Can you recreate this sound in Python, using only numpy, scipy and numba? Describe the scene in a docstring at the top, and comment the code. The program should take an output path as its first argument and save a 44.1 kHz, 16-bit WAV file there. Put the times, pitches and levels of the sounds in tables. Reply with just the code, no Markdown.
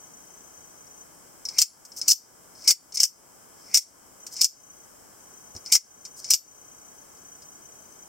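"""Spring-loaded knife

A spring-loaded knife is snapped shut and fired out again four times, close to a camera in a quiet room.
The thumb slider ticks and scrapes as it loads the spring; the latch lets go, the blade rattles down its track
and slams into its stop 30 ms later. Noise bursts make the contacts; handle filter and steel modes radiate them.
Shaped noise makes the hiss, pulsed sines the camera's whine. The camera's limiter ducks the hiss after every shot."""
import sys
import numpy as np
from scipy import signal
from scipy.fft import rfft, irfft
from scipy.io import wavfile
from scipy.ndimage import uniform_filter1d, minimum_filter1d
from numba import njit

SR = 44100
rng = np.random.default_rng(int(sys.argv[2]) if len(sys.argv) > 2 else 0)


def store_wav(level_fs):
    """Save 16-bit WAV to argv[1]."""
    pcm = np.round(np.clip(np.atleast_2d(level_fs), -1, 1) * 32767)
    wavfile.write(sys.argv[1], SR, pcm.T.astype(np.int16))


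N = 356592
T = np.arange(N) / SR

# shots, blade in and out by turns; levels are relative:
# (release time [s], release level [dB], release knock [dB], stop level [dB], stop knock [dB],
#  rattle level [dB], rattle hold [s], slider stroke [s], scrape level [dB], spring creak level [dB])
SHOTS = [(1.5878, -2, 5.5, 4.5, 1.5, -12.5, 0.035, 0.11, -42.5, -26),
         (2.0825, -2, -4, 3.5, -13, -16.5, 0.056, 0.14, -43, -40),
         (2.6776, -11, 4, 1.5, 3, -17.5, 0.048, 0.13, -42, -31),
         (3.0030, -5, 2, 3.5, -4.5, -17.5, .056, 0.064, -33.5, -24),
         (3.7438, -5.5, -0.5, 5.5, -2.5, -19.5, 0.053, 0.17, -45.5, -26),
         (4.4145, -5, 0, 3, -7.5, -18.5, .035, .103, -36.5, -30),
         (5.7232, -5, 1, -0.5, 7.5, -16, 0.05, 0.073, -44.5, -31),
         (6.3063, -4.5, 1.5, 1.5, 4, -19.5, 0.048, .14, -40.5, -37)]
# radiation of the handle and its metal liners: (frequency [Hz], relative level [dB])
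HANDLE = [(30, -44), (150, -38), (700, -30.5), (1750, -27), (2200, -26), (2900, -19), (4000, -20),
          (4450, -7.5), (5300, 3), (5900, 0.5), (6500, -3), (8500, -8), (9700, -16), (12000, -21),
          (13200, -13.5), (15800, -23)]


def undb(db):
    """Decibels to gain."""
    return 10 ** (np.asarray(db) / 20)


def unit(x):
    """Scale to an energy of one."""
    return x / np.sqrt(np.sum(x ** 2))


def noise(size=N):
    """White noise."""
    return rng.standard_normal(size)


def fade(t, t60):
    """Exponential decay from t = 0, 60 dB down after t60 seconds."""
    return (t >= 0) * np.exp(-np.log(1000) * np.maximum(t, 0) / t60)


def through(x, response):
    """Pass a sound through an impulse response."""
    return signal.oaconvolve(x, response)[:len(x)]


def colour(points, size=4096):
    """Causal, minimum-phase impulse response of a (Hz, dB) spectrum, by folding the cepstrum."""
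    hz, db = np.transpose(points)
    grid_hz = np.maximum(np.fft.rfftfreq(size, 1 / SR), 1)
    gain = undb(np.interp(np.log(grid_hz), np.log(hz), db))
    cepstrum = irfft(np.log(gain))
    cepstrum[1:size // 2] *= 2
    cepstrum[size // 2 + 1:] = 0
    return irfft(np.exp(rfft(cepstrum)))


def band(x, hz, kind, order=2):
    """Butterworth filter."""
    sos = signal.butter(order, hz, kind, fs=SR, output="sos")
    return signal.sosfilt(sos, x + 1e-18)  # the offset avoids denormals


def add(track, s, x):
    """Mix a short sound into a track at time s."""
    i = int(s * SR)
    track[i:i + len(x)] += x[:N - i]


def grit(size, spread_db):
    """Dense tiny contacts of uneven strength, bunched in time; scaled to unit deviation."""
    bunch = uniform_filter1d(noise(size + 40), size=40)[:size]
    x = noise(size) * undb(spread_db * bunch / bunch.std())
    return x / x.std()


def contact(t, chatter_db, chatter_t60, crack_t60, snap):
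    """A hard snap and crack, then loose parts chattering to rest."""
    decay = fade(t, crack_t60)
    crack = unit(noise(len(t)) * decay)
    impulse = snap * (t == 0)
    crack = unit(crack + impulse) * np.sqrt(np.sum(decay ** 2))
    chatter = grit(len(t), spread_db=3.5) * fade(t, chatter_t60)
    return crack + undb(chatter_db) * chatter


def ring(modes):
    """Impulse response of steel modes in random phase; so small a part radiates no bass."""
    t = T[:SR // 3]
    swing = np.zeros(len(t))
    for hz, db, t60 in modes:
        swing += undb(db) * fade(t, t60) * np.sin(2 * np.pi * (hz * t + rng.random()))
    return unit(band(swing, .88 * modes[0][0], "high", order=5))


def brighten(x, treble_db):
    """Scale the treble: a harder contact carries more of the top octave."""
    lows = band(x, 13600, "low")
    lows = band(lows[::-1], 8700, "low")[::-1]  # run backwards to offset the delay
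    return x + (undb(treble_db) - 1) * (x - lows)


def hiss(points, db):
    """Steady room and microphone hiss: noise shaped by a spectrum."""
    return undb(db) * through(noise(), unit(colour(points)))


def whine(hz, width_hz, pulse_hz, pulse_periods):
    """A thin wavering tone of the camera: decaying pulses in spells, with a weak partial an octave below."""
    # spells of whine: (start [s], end [s])
    spells = [(0, 1.03), (4.2, 4.85), (5.2, 8.09)]
    waver, flutter = band(noise((2, N)), width_hz, "low")
    pulses = np.exp(-(T * pulse_hz % 1) / pulse_periods)
    on = sum((T >= start) & (T < end) for start, end in spells)
    pulses = band(on * pulses / pulses.std() / 2, 92, "low")
    pulses = pulses * undb(3.3 * flutter / flutter.std())
    phase = 2 * np.pi * hz * T + waver / waver.std()
    tone = np.sin(phase) + undb(-22.0) * np.sin(phase / 2)
    return undb(-61.5) * pulses * tone


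def slider():
    """The slider takes up its play with ticks, then scrapes along while the spring stretches and creaks."""
    # ticks of slider and latch: (time [s], relative level [dB], treble [dB], latch ring [dB])
    ticks = [(0.8674, -39, -6, 3), (1.453, -14, -26, 15), (1.4868, -13, -14, -2.5),
             (1.851, -26.5, 2.5, -18), (1.9186, -27.5, -19, -3), (1.9712, -22, -4, 0), (2.0144, -10, -8, 0),
             (2.6462, -24.5, 1, -13), (2.9225, -22, -15, -4), (2.9506, -22, 7, -8), (2.972, -6, -7, -6),
             (4.266, -18.5, -1, -26), (4.3658, -16, -13, -26), (5.5496, -27, -20, -10),
             (5.5634, -22.5, -22, -3), (5.6611, -17.5, -21, 0), (6.0516, -16.5, -18, -26),
             (6.2433, -15, -23, -4), (7.1714, -40, -6, -10), (7.421, -28.5, -15, -9)]
    # bright rasps as the slider starts forward: (time [s], length [s], level [dB])
    rasps = [(1.96, 0.047, -42.5), (2.942, .02, -34), (4.315, .04, -48), (6.16, 0.051, -48.5)]
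    # modes of the latch: (frequency [Hz], relative level [dB], t60 [s])
    latch_modes = [(5250, -2, .018), (5550, 0, .018), (5850, -3, .016)]
    scrape_db_per_s, creak_db_per_s = 111.5, 332.5  # both swell as the spring stretches
    surge_db, surge_s = 4, 0.018  # the scrape hardens as the latch is pried up
    (force, latch, creak), t = np.zeros((3, N)), T[:SR // 10]

    for s, db, treble_db, ring_db in ticks:
        tick = undb(db - 13.0) * contact(t, chatter_db=-7, chatter_t60=0.094, crack_t60=0.056, snap=0.2)
        share = undb(ring_db) / np.hypot(1, undb(ring_db))  # part of the blow that rings the latch
        add(force, s, np.sqrt(1 - share ** 2) * brighten(tick, treble_db))
        add(creak, s, undb(-8.5) * tick)  # the spring picks up some
        add(latch, s, share * (tick + undb(db + 4.5) * (t == 0)))

    for release_s, *_, stroke_s, scrape_db, creak_db in SHOTS:
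        start_s, to_go_s = release_s - stroke_s, np.arange(stroke_s, 0, -1 / SR)
        swell_db = surge_db * np.exp(-to_go_s / surge_s) - scrape_db_per_s * to_go_s
        scrape = undb(scrape_db + swell_db) * grit(len(to_go_s), spread_db=4.0)
        add(force, start_s, brighten(scrape, treble_db=-11))
        add(latch, start_s, undb(-5.5) * scrape)
        creak_gain = undb(creak_db - creak_db_per_s * to_go_s)
        add(creak, start_s, creak_gain * grit(len(to_go_s), spread_db=3.5))

    for s, length_s, db in rasps:
        arch = np.sin(np.pi * np.arange(0, length_s, 1 / SR) / length_s)
        rasp = undb(db) * arch * grit(len(arch), spread_db=5.5)
        add(force, s, brighten(rasp, treble_db=12.5))

    handle = through(band(force, 2700, "high"), unit(colour(HANDLE)))
    return handle + through(latch, ring(latch_modes)) + band(creak, [2050, 2400], "band")


def shots(ring_db):
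    """The blade leaves its latch, rattles along the track and hits the far stop; handle and steel radiate."""
    # modes with the blade in and out, damped by the hand: (frequency [Hz], relative level [dB], t60 [s])
    blade_in = [(2032, -16, .03), (2189, -12, .03), (2480, -14, .02), (4638, -5, .04), (5083, 0, .04),
                (5380, 0, .035), (5560, 3, .035), (7230, -1, .018), (9070, -14, .035), (10780, -45, .32),
                (13200, -12, .025), (15300, -14, .028)]
    blade_out = [(2300, -17, .025), (2850, -15, .025), (4520, -5, .025), (5050, -1, .025), (5230, 1, .04),
                 (5390, -1, .035), (5850, 4, .03), (6750, 0, .025), (9090, -17, .05), (13130, -17, .11),
                 (14450, -15, .02)]
    flight_s = .0297  # from latch to stop
    slip_s = .0045  # the blade starts to move just before the latch snaps
    rebound_s, latch_rebound_s = .0055, .0068  # each blow bounces once
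    latch_rebound_db, rebound_knock_db = -5, -18.5
    rattle_knock_db = -3.5  # the rattle shakes the handle's body less
    drive_db = 13.5
    out, t = np.zeros(N), T[:SR // 10]
    shell = unit(colour(HANDLE))

    def radiate(s, force, knock_db, modes):
        """Every contact lands elsewhere, knocks the handle and rings the steel anew."""
        force = force + (undb(knock_db) - 1) * band(force, 2700, "low", order=1)
        add(out, s, signal.fftconvolve(force, shell))
        add(out, s, undb(ring_db) * signal.fftconvolve(force, ring(modes)))

    def blow(db, chatter_db, snap):
        """A hard contact of steel on steel."""
        return undb(db) * contact(t, chatter_db, chatter_t60=0.054, crack_t60=0.0098, snap=snap)

    for k, shot in enumerate(SHOTS):
        s, release_db, release_knock_db, stop_db, stop_knock_db, rattle_db, rattle_s, *_ = shot
        if k % 2 == 0:  # pulled in
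            modes, rebound_db, snap = blade_in, -5, 0.55
        else:  # pushed out
            modes, rebound_db, snap = blade_out, -0.52, 0.38
        slide = np.minimum(t / 0.008, 1) * fade(t - np.minimum(t, rattle_s), 0.034)
        rattle = undb(rattle_db) * slide * grit(len(t), spread_db=2.5)
        radiate(s - slip_s, rattle, rattle_knock_db, modes)

        release = blow(release_db, chatter_db=-5.0, snap=snap)
        radiate(s, release, release_knock_db, modes)
        latch_rebound = blow(release_db + latch_rebound_db, chatter_db=-7, snap=snap)
        radiate(s + latch_rebound_s, latch_rebound, rebound_knock_db, modes)

        stop_s = s + flight_s
        radiate(stop_s, blow(stop_db, chatter_db=-8, snap=0.24), stop_knock_db, modes)
        rebound = blow(stop_db + rebound_db, chatter_db=-9, snap=1.0)
        radiate(stop_s + rebound_s, rebound, rebound_knock_db, modes)
    return undb(drive_db) * out


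def bumps():
    """The hand knocks softly against the handle: a dull thud with a little skin noise."""
    # knocks: (time [s], relative level [dB])
    knocks = [(5.551, -39), (5.563, -40)]
    out, t = np.zeros(N), T[:SR // 10]
    for s, db in knocks:
        skin = band(band(noise(len(t)), 640, "low"), 90, "high") * fade(t, 0.061)
        thud = np.sin(2 * np.pi * 100 * t) * fade(t, 0.046)
        add(out, s, undb(db) * (1.1 * thud + 2.9 * skin))
    return out


def room(x, near_db, near_t60, far_db, far_t60):
    """Quick reflections from the table and things on it, then the short tail of the walls: decaying noise."""
    t = T[:SR // 2]
    near = unit(noise(len(t)) * fade(t - .002, near_t60))
    far = unit(noise(len(t)) * fade(t - .012, far_t60))
    return through(x, undb(near_db) * near + undb(far_db) * band(far, 11200, "low"))


def ports(x, size=40):
    """Side signal: two microphones hear each frequency equally loud, now one and now the other leading."""
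    # how unlike the microphones hear the knife: (frequency [Hz], side relative to mid [dB])
    side_level = [(300, -11), (1500, -42), (2200, -49), (3900, -40), (4600, -6), (8000, -4), (12000, 2.5),
                  (16000, -6)]
    lead = np.tanh(2 * rfft(unit(noise(size)), N).real)
    hz, db = np.transpose(side_level)
    width = undb(np.interp(np.fft.rfftfreq(N, 1 / SR), hz, db))
    return irfft(rfft(x) * 1j * lead * width, N)  # a quarter turn from mid


def spread(x):
    """The contacts jump about along the knife, so the lag between the microphones keeps changing."""
    place = band(noise(), 150, "low")
    angle = .9 * place / place.std()
    return np.cos(angle) * ports(x) + np.sin(angle) * ports(x)


def scene():
    """Knife, room, hiss and whine as mid and side, then left and right."""
    # hiss spectra, common and unlike part: (frequency [Hz], relative density [dB])
    hiss_mid = [(22, -12), (50, -4), (250, 0), (1000, -2.5), (1650, -6.5), (2200, -12), (2700, -19),
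                (3150, -11), (3700, -22), (4300, -21.5), (5200, -6.5), (6900, -8.5), (7900, -4.5),
                (9600, -12.5), (16000, -14)]
    hiss_side = [(25, -17), (80, -11), (250, -5), (1000, -6.5), (1650, -10.5), (2200, -17), (3900, -30.5),
                 (5200, -11.5), (6900, -9.5), (7900, -9), (9600, -16), (16000, -18)]
    left_db = 2.0  # left over right
    knife = slider() + shots(ring_db=-6.5)
    wet = [room(knife, near_db=-13.0, near_t60=0.085, far_db=-37, far_t60=0.25) for _ in range(2)]
    motor = [whine(hz=6150, width_hz=12, pulse_hz=29.8, pulse_periods=0.52) for _ in range(2)]
    side = spread(knife) + band(wet[1], 6200, "high", order=4)
    side = side + hiss(hiss_side, -53.5) + undb(10) * motor[1]
    mid = knife + wet[0] + bumps() + hiss(hiss_mid, -53.5) + motor[0]
    return np.array([(mid + side) * undb(left_db / 2), (mid - side) * undb(-left_db / 2)])


@njit
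def limiter(peak, top, attack_s, hold_s, release_s):
    """Gain that drops fast under a peak, holds while loud and briefly after, then creeps back."""
    gain, g, wait = np.empty(len(peak)), 1., 0.
    for i in range(len(peak)):
        if peak[i] * g > top:
            g += (top / peak[i] - g) / (1 + attack_s * SR)
        if peak[i] * g > .4 * top:
            wait = hold_s * SR
        wait -= 1
        if wait < 0:
            g += (1 - g) / (release_s * SR)
        gain[i] = g
    return gain


def record(dry):
    """Microphone dips, a look-ahead limiter on the short-term rms, full-scale clipping and the top cut."""
    # narrow dips in the microphone's response: (frequency [Hz], width [Hz])
    notches = [(1875, 135), (3420, 125), (4810, 140)]
    for hz, width_hz in notches:
        dry = signal.lfilter(*signal.iirnotch(hz, hz / width_hz, SR), dry)
    power = uniform_filter1d((dry ** 2).mean(axis=0), size=66)
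    loudness = np.sqrt(np.maximum(power, 0))
    ahead = -minimum_filter1d(-loudness, size=130)  # running maximum
    gain = limiter(ahead, .34, .0005, .025, .16)  # top as rms, then times in s
    clipped = np.clip(dry * gain, -1, 1)
    top_cut = signal.ellip(10, .2, 70, 15850, fs=SR, output="sos")
    return signal.sosfilt(top_cut, clipped)


dry = scene()
out = record(dry)
store_wav(out)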